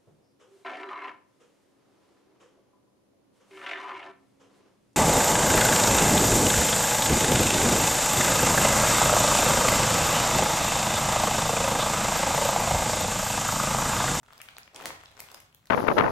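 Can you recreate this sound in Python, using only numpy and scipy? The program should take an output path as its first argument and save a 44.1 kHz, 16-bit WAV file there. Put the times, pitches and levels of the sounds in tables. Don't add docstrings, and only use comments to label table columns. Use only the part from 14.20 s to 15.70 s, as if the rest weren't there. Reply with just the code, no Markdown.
import sys
import numpy as np
from scipy import signal
from scipy.fft import rfft, irfft
from scipy.io import wavfile

SR = 44100
rng = np.random.default_rng(int(sys.argv[2]) if len(sys.argv) > 2 else 0)


def log_audio(samples):
    frames = np.atleast_2d(samples).T
    limited = np.clip(frames, -1, 1)
    pcm = np.round(limited * 32767).astype(np.int16)
    wavfile.write(sys.argv[1], SR, pcm)


N = 66150
TIME = np.arange(N) / SR
FLUTTER_DECAY_S = 0.0016

# centre in Hz, relative level in dB.
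TICK_MODES, TICK_WIDTH_HZ = [(6400, 1.5), (10700, -0.5), (13600, -7.5)], 3200
# start in seconds, flap level in dB, crease pitch in Hz, ring level in dB, tick level in dB.
CREASE_SNAPS = [ (0.031, -56, 1880, -68, -63.5), (0.0855, -54, 1850, -58.5, -79),
                (0.1061, -52, 1290, -54, -76), (0.1321, -51, 4060, -49, -55),
                (0.1789, -58, 5070, -52, -50.5), (0.2028, -57, 2070, -44, -72),
                (0.2078, -61, 1880, -45, -70), (0.216, -68, 2480, -39, -40),
                (0.2869, -97, 2300, -37.5, -56), (.3080, -63, 2320, -57, -60),
                (0.3675, -48, 3930, -41, -79), (0.3833, -46, 2400, -41, -42.5),
                (0.4319, -71, 4640, -47.5, -68), (0.4772, -54, 2300, -48.5, -68),
                (0.5463, -47.5, 5440, -44.5, -58), (0.6008, -40.5, 3300, -49, -61),
                (0.6102, -71, 3500, -42.5, -56), (0.6250, -44.5, 1530, -41, -51),
                (0.6568, -31.5, 4360, -38, -30), (0.7046, -36, 2470, -38.5, -64),
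                (0.8360, -52.5, 1680, -46, -58), (0.8577, -76, 4000, -43.5, -68),
                (0.9141, -82, 3830, -57, -60.5), (.9682, -52.5, 5500, -52.5, -63),
                (.9928, -50, 1750, -54, -51), (1.0032, -52, 2270, -40, -35.5),
                (1.1047, -81, 2550, -53, -59), (1.1165, -49.5, 5100, -58, -47),
                (1.1450, -46, 5080, -44.5, -43), (1.2025, -62, 3200, -53, -47.5),
                (1.3273, -73, 3240, -59, -67), (1.3470, -63.5, 4000, -58.5, -50.5),
                (1.4565, -74, 2050, -58, -55.5), (1.4708, -62, 4560, -52.5, -55.5)]
def snaps(flap_decay_s=0.0015, flap_band_hz=(475, 1580), ring_width_hz=1460):
    out, size = np.zeros((2, N + SR)), SR // 20
    t = TIME[:size]
    gain = np.sqrt(100 / size)
    for start_s, flap_db, hz, ring_db, tick_db in CREASE_SNAPS:
        flutter = 0.12 * np.exp(-t / FLUTTER_DECAY_S) * rng.standard_normal(size)
        kick = signal.unit_impulse(size) + flutter
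        flap = band(np.exp(-t / flap_decay_s) * rng.standard_normal(size), *flap_band_hz)
        radiated = np.array([facet_echo(kick), facet_echo(kick)])
        ring = band(resonance(radiated, hz, ring_width_hz), hz / 1.78, hz * 1.64)
        tick = sum(from_db(db) * resonance(radiated, f, TICK_WIDTH_HZ) for f, db in TICK_MODES)
        parts = [(flap, flap_db + 1), (ring, ring_db - 2), (tick, tick_db)]
        i = int(start_s * SR)
        out[:, i:i + size] += gain * sum(rms_one(part) * from_db(db) for part, db in parts)
    return out[:, :N]


def facet_echo(kick, longest_trip_s=0.0006, reflection=0.51):
    gap = int(rng.uniform(.15, 1) * longest_trip_s * SR)
    loop = np.r_[1, np.zeros(gap), -reflection]
    return signal.lfilter(loop[::-1], loop, kick)


# centre in seconds, Gaussian sigma in seconds, level at the centre in dB.
FOLD_CRUNCHES = [(0.5619, 0.0012, -36.5), (0.674, 0.014, -44), (0.998, 0.004, -47.5),
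                 (1.1445, 0.0011, -42.5)]
def crunches(band_hz=(1700, 8150)):
    swell = sum(from_db(db) * np.exp(-.5 * ((TIME - centre_s) / sigma_s) ** 2)
                for centre_s, sigma_s, db in FOLD_CRUNCHES)
    clicks = grains(per_s=12000, spread_db=2.5, scatter_db=9)
    return swell * rms_one(band(clicks, *band_hz))


# time in seconds, relative level in dB.
FILM_FLEXING = [(.026, -101), (.034, -64.5), (.115, -56.5), (.18, -57), (.25, -56.5), (.40, -60),
                (.52, -68), (.565, -51.5), (.64, -55), (.68, -49), (.79, -61), (.85, -57.5), (.94, -62.5),
                (1.0, -55.5), (1.18, -58.5), (1.29, -69), (1.5, -66)]
# frequency in Hz, relative spectral density in dB.
RUSTLE_SPECTRUM = [(150, 1), (300, -3.5), (600, 3.5), (1200, 2), (2400, -1), (4500, -6), (8000, -8),
                   (15000, -23.5)]
def rustle(creases_per_s=1300, shapes=8):
    t = TIME[:SR // 100]
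    flutters = np.exp(-t / FLUTTER_DECAY_S) * rng.standard_normal((shapes, 1, len(t)))
    creases = np.zeros((2, N))
    for flutter in flutters:
        clicks = grains(creases_per_s / shapes, spread_db=4.5, scatter_db=8)
        creases += signal.fftconvolve(clicks, flutter, axes=1)[:, :N]
    return envelope(FILM_FLEXING) * from_db(-1.5) * rms_one(colour(creases, RUSTLE_SPECTRUM))


# time in seconds, relative level in dB.
BAG_PRESSING = [(.51, -82), (.55, -58.5), (.60, -50.5), (.665, -47), (.71, -53), (.77, -61), (.90, -91),
                (.99, -63.5), (1.07, -73), (1.14, -61), (1.26, -88)]
# frequency in Hz, relative spectral density in dB.
SLIDE_SPECTRUM = [(60, -32), (150, -2.5), (220, -8.5), (310, 2.5), (850, 3), (1600, -7.5), (3500, -13.5),
                  (10000, -26.5)]
def slide():
    slips = grains(per_s=750, spread_db=2.5, scatter_db=4.5)
    return envelope(BAG_PRESSING) * from_db(3) * rms_one(colour(slips, SLIDE_SPECTRUM))


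# frequency in Hz, level in dB, T60 in seconds.
LANDING_MODES = [(67, -60.5, 1.07), (96.3, -61.5, 2.7), (140.2, -55.5, 0.57), (248, -42, 0.051),
                 (320, -47, 0.3)]
def landing_thud(landing_s=0.656, contact_s=0.0038):
    t = np.maximum(TIME - landing_s, 0)
    ring = sum(from_db(db - 60 * t / t60) * np.sin(2 * np.pi * hz * t) for hz, db, t60 in LANDING_MODES)
    return (1 - np.exp(-t / contact_s)) * ring


# frequency in Hz, reverberant gain in dB.
REVERB_GAIN = [(100, -2), (400, -8), (1500, -1.5), (6300, -4), (10500, -4.5), (15000, -3)]
# frequency in Hz, T60 in seconds.
REVERB_T60 = [(200, 0.26), (2000, 0.49), (6000, 0.38), (14000, 0.27)]
# frequency in Hz, side over mid in dB.
REVERB_WIDTH = [(250, -6), (550, -6.5), (1100, 4.5)]
def reverb(x, delay_s=0.003, build_s=0.0026):
    t, response = np.maximum(TIME - delay_s, 0), 0
    edges_hz = np.geomspace(22, 18000, 21)
    for low, high in zip(edges_hz, edges_hz[1:]):
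        hz = np.sqrt(low * high)
        decay = (1 - np.exp(-t / build_s)) * from_db(-60 * t / at_hz(REVERB_T60, hz))
        noise = band(stereo_noise(at_hz(REVERB_WIDTH, hz)), low, high)
        response += from_db(at_hz(REVERB_GAIN, hz)) * noise * rms_one(decay) / np.sqrt(N)
    return signal.fftconvolve(x, response, axes=1)[:, :N]


# frequency in Hz, relative spectral density in dB.
AIR_SPECTRUM = [(32, -23.5), (50, -4), (150, -6), (250, -12.5), (600, -27), (2000, -42), (15000, -38.5)]
def room_air(level_db=-68):
    return from_db(level_db) * rms_one(colour(stereo_noise(side_db=-12), AIR_SPECTRUM))


def grains(per_s, spread_db, scatter_db):
    born = rng.random(N) < per_s / SR
    sizes = from_db(spread_db * np.minimum(rng.exponential(1, N), 4))
    signs = rng.choice([-1, 1], N)
    pan = from_db(scatter_db * rng.standard_normal(N) * np.array([[1], [-1]]) / 2)
    return born * sizes * signs * pan


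def stereo_noise(side_db):
    mid, side = rng.standard_normal((2, N))
    return rms_one(mid + from_db(side_db) * side * np.array([[1], [-1]]))


def colour(x, spectrum):
    size = 2 * N
    hz = np.maximum(np.arange(N + 1) * SR / size, 1)
    cepstrum = irfft(np.log(from_db(at_hz(spectrum, hz))))
    cepstrum[1:N] *= 2
    cepstrum[N + 1:] = 0
    return irfft(rfft(x, size) * np.exp(rfft(cepstrum)))[..., :N]


def band(x, low_hz, high_hz, order=2):
    sos = signal.butter(order, [low_hz, high_hz], "band", fs=SR, output="sos")
    return signal.sosfilt(sos, x + 1e-18)


def resonance(x, hz, width_hz):
    return band(x, hz - width_hz / 2, hz + width_hz / 2, order=1)


def envelope(points):
    return from_db(np.interp(TIME, *np.transpose(points)))


def at_hz(points, hz):
    knots_hz, values = np.transpose(points)
    return np.interp(np.log(hz), np.log(knots_hz), values)


def from_db(db):
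    return 10 ** (np.asarray(db) / 20)


def rms_one(x):
    return x / np.sqrt(np.mean(x ** 2) + 1e-20)


# frequency in Hz, left over right in dB.
DIRECT_BALANCE = [(900, 0), (2200, 8), (4200, 1), (8000, -7.5), (12000, 6)]
def scene():
    bags = snaps() + crunches() + rustle() + slide()
    direct = np.array([colour(channel, [(hz, side * db / 2) for hz, db in DIRECT_BALANCE])
                       for channel, side in zip(bags, (1, -1))])
    return direct + landing_thud() + room_air() + reverb(bags)


def record(dry):
    return signal.sosfilt(signal.ellip(10, .2, 70, 15900, fs=SR, output="sos"), dry)


dry = scene()
out = record(dry)
log_audio(out)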